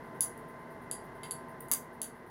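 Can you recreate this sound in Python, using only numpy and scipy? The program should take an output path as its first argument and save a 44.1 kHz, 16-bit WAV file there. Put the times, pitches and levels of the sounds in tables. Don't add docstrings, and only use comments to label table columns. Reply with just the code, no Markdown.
import sys
import numpy as np
from scipy import signal
from scipy.fft import rfft, irfft
from scipy.io import wavfile

SR = 44100
rng = np.random.default_rng(int(sys.argv[2]) if len(sys.argv) > 2 else 0)


def wrap_up_sound(samples):
    columns = np.atleast_2d(samples).T
    tamed = np.clip(columns, -1, 1)
    steps = np.round(tamed * 32767).astype(np.int16)
    wavfile.write(sys.argv[1], SR, steps)


N = 101429
TIME_S = np.arange(N) / SR
TAIL_S = TIME_S[:SR // 3]
BIN_HZ = np.arange(N // 2 + 1) * SR / N


def from_db(db):
    return 10 ** (np.asarray(db) / 20)


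def unit_rms(x):
    return x / np.sqrt(np.mean(x ** 2) + 1e-20)


def unit_energy(x):
    return x / np.sqrt(np.sum(x ** 2) + 1e-20)


def add(out, start_s, sound):
    i = max(int(start_s * SR), 0)
    out[i:i + len(sound)] += sound[:max(N - i, 0)]


def drift(rate_hz):
    return unit_rms(irfft(rfft(rng.standard_normal(N)) / (1 + (BIN_HZ / rate_hz) ** 2), N))


def coloured_noise(spectrum):
    freq_hz, density_db = np.transpose(spectrum)
    bin_db = np.interp(np.log(np.maximum(BIN_HZ, 1)), np.log(freq_hz), density_db, left=-120)
    return unit_rms(irfft(rfft(rng.standard_normal(N)) * from_db(bin_db), N))


def ping(pitch_hz, width_hz):
    edges_hz = np.clip([pitch_hz - width_hz / 2, pitch_hz + width_hz / 2], 200, .45 * SR)
    band = signal.butter(3, edges_hz, "band", fs=SR, output="sos")
    return np.sqrt(SR) * unit_energy(signal.sosfilt(band, signal.unit_impulse(SR // 50)))


# freq_hz, density_db
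AIR_SPECTRUM = [(28, -39), (45, -16.5), (80, -9.5), (105, -6), (140, 1.5), (195, -3.5), (300, -3.5),
                (460, -0.5), (560, -7.5), (650, -3), (740, -9), (900, -2.5), (1100, -8.5), (1350, -13.5),
                (1600, -9), (1750, -13.5), (2050, -9)]


def fan_air(cutoff_hz=2000):
    lowpass = signal.butter(14, cutoff_hz, fs=SR, output="sos")
    return unit_rms(signal.sosfilt(lowpass, coloured_noise(AIR_SPECTRUM)))


# pitch_hz, relative_db, waver_hz
MOTOR_TONES = [(43.3, -69, 0.45), (162.7, -66.5, 1.1), (240.4, -58, .7), (363, -62.5, 4.8),
               (643.6, -64, 5.04), (666.6, -60.5, 8.32), (925, -67, 5.24), (1031.3, -56, 2.2),
               (1548, -67.5, 6), (1944, -69.5, 13), (2050, -66, 14)]


def fan_hum(flutter_depth=.2):
    out = np.zeros(N)
    for pitch_hz, relative_db, waver_hz in MOTOR_TONES:
        flutter = 1 + flutter_depth * drift(rate_hz=2.6)
        phase = 2 * np.pi * np.cumsum(pitch_hz + waver_hz * drift(rate_hz=5)) / SR
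        out += from_db(relative_db) * unit_rms(flutter * np.sin(phase))
    return out


# freq_hz, density_db
HISS_SPECTRUM = [(2000, -8.5), (2600, 2), (3500, -3), (5000, -7), (8000, -15), (10500, -6), (13000, -12.5),
                 (16000, -18.5)]


def hiss():
    return coloured_noise(HISS_SPECTRUM)


# time_s, relative_db
BACKGROUND_CONTOUR = [(0.0, -45.5), (0.61, -46.5), (1.38, -46), (2.3, -49)]


def background():
    contour_db = np.interp(TIME_S, *np.transpose(BACKGROUND_CONTOUR))
    bed = from_db(-49) * fan_air() + from_db(-1) * fan_hum() + from_db(-70) * hiss()
    return from_db(contour_db - contour_db.mean()) * bed


CRACK_HZ, CRACK_WIDTH_HZ = 13500, 4000


def fan_ticks(first_s=.0372, period_s=.11137):
    out = np.zeros(N)
    tick = ping(pitch_hz=9940, width_hz=1400) + from_db(-1.5) * ping(CRACK_HZ, CRACK_WIDTH_HZ)
    for start_s in np.arange(first_s, N / SR, period_s):
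        gain = from_db(rng.normal(-95, 2))
        add(out, start_s, in_room(gain * tick, send_db=11))
    return out


# delay_s, gain_db
EARLY_REFLECTIONS = [(.0026, -12.5), (.0052, -15), (.0086, -22), (.0109, -21), (.0131, -21.5), (.0146, -41)]


def in_room(sound, send_db, low_t60_s=.21, treble_t60_s=.165, split_hz=6000, build_s=.0091):
    noise = rng.standard_normal(len(TAIL_S))
    low = signal.sosfilt(signal.butter(1, split_hz, fs=SR, output="sos"), noise)
    treble = noise - low
    tail = low * from_db(-60 * TAIL_S / low_t60_s) + treble * from_db(-60 * TAIL_S / treble_t60_s)
    build_up = 1 - np.exp(-TAIL_S / build_s)
    response = from_db(send_db - 2.5) * unit_energy(tail * build_up)
    for delay_s, gain_db in EARLY_REFLECTIONS:
        response[int(delay_s * SR)] += from_db(rng.normal(gain_db, 8))
    response[0] += 1
    return signal.fftconvolve(sound, response)


# start_s, ring_db, knock_db, low_db, middle_db, crack_db,
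# ring_hz, ring_width_hz, low_hz, middle_hz, send_db
CAP_SLIPS = [(0.2074, -46.5, -75, -70, -61, -59.5, 10280, 1210, 4746, 6960, 3.5),
             (0.3773, -80, -100, -100, -94, -86, 10300, 1810, 4700, 7400, -0.5),
             (0.9128, -55.5, -76, -70, -65.5, -78, 10380, 1350, 4750, 7760, 1),
             (1.233, -70, -77.5, -78, -80, -85, 10450, 1095, 4700, 7540, 5),
             (1.3094, -56.5, -77.5, -70.5, -68, -80, 10620, 1080, 4600, 7800, 0),
             (1.6056, -71, -100, -100, -100, -72, 10630, 3000, 4700, 7500, 2),
             (1.6841, -76, -100, -100, -88, -85, 10900, 2340, 4700, 7650, 3.5),
             (1.7146, -47.5, -70.5, -65.5, -57, -50, 11300, 2200, 4760, 7040, 3),
             (1.7362, -49.5, -78, -71, -59, -62, 9150, 2180, 4800, 7800, -8.5),
             (2.0166, -56, -75, -74, -66.5, -66, 10260, 1400, 4620, 7170, 2)]


def cap_clicks():
    knock_hz, knock_width_hz = 3340, 1300
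    low_width_hz, middle_width_hz = 260, 2040
    out = np.zeros(N)
    for start_s, *levels_db, ring_hz, ring_width_hz, low_hz, middle_hz, send_db in CAP_SLIPS:
        modes = [ping(ring_hz, ring_width_hz), ping(knock_hz, knock_width_hz),
                 ping(low_hz, low_width_hz), ping(middle_hz, middle_width_hz),
                 ping(CRACK_HZ, CRACK_WIDTH_HZ)]
        click = sum(from_db(level_db) * mode for level_db, mode in zip(levels_db, modes))
        add(out, start_s, in_room(skid(click), send_db))
    return out


# spacing_s, feedback_ratio
SKID_TOUCHES = [(.00016, 0.85), (.00034, 0.49)]


def skid(click, max_feedback=.8):
    click = np.pad(click, (0, SR // 100))
    bin_hz = np.arange(len(click) // 2 + 1) * SR / len(click)
    spectrum = rfft(click)
    for spacing_s, feedback_ratio in SKID_TOUCHES:
        delay = np.exp(-2j * np.pi * bin_hz * round(spacing_s * SR) / SR)
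        feedback = min(feedback_ratio, max_feedback)
        spectrum *= (delay - feedback) / (1 - feedback * delay)
    return irfft(spectrum, len(click))


# pitch_hz, mode_db, t60_s
GLASS_MODES = [(1042, -38.5, 0.059), (1155, -30.5, 0.021), (1385, -33, 0.013), (1805, -31.5, 0.017),
               (2100, -36.5, 0.036), (2687, -61, 0.062), (3120, -63.5, 0.034)]
# start_s, gain_db, tilt_db_per_octave
GLASS_KNOCKS = [(1.2338, -11.5, 37), (1.7148, -7, -0.5)]


def bottle_ring(pivot_hz=2000):
    out = np.zeros(N)
    for start_s, gain_db, tilt_db_per_octave in GLASS_KNOCKS:
        ring = np.zeros(len(TAIL_S))
        for pitch_hz, mode_db, t60_s in GLASS_MODES:
            onset_db = gain_db + mode_db + tilt_db_per_octave * np.log2(pitch_hz / pivot_hz)
            ring += from_db(onset_db - 60 * TAIL_S / t60_s) * np.sin(2 * np.pi * pitch_hz * TAIL_S)
        add(out, start_s, in_room(ring, send_db=3))
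    return out


def scene():
    return (background() + cap_clicks() + bottle_ring() + fan_ticks())[None]


def record(dry):
    cutoff_hz = 15900
    return signal.sosfilt(signal.ellip(10, .2, 80, cutoff_hz, fs=SR, output="sos"), dry)


dry = scene()
out = record(dry)
wrap_up_sound(out)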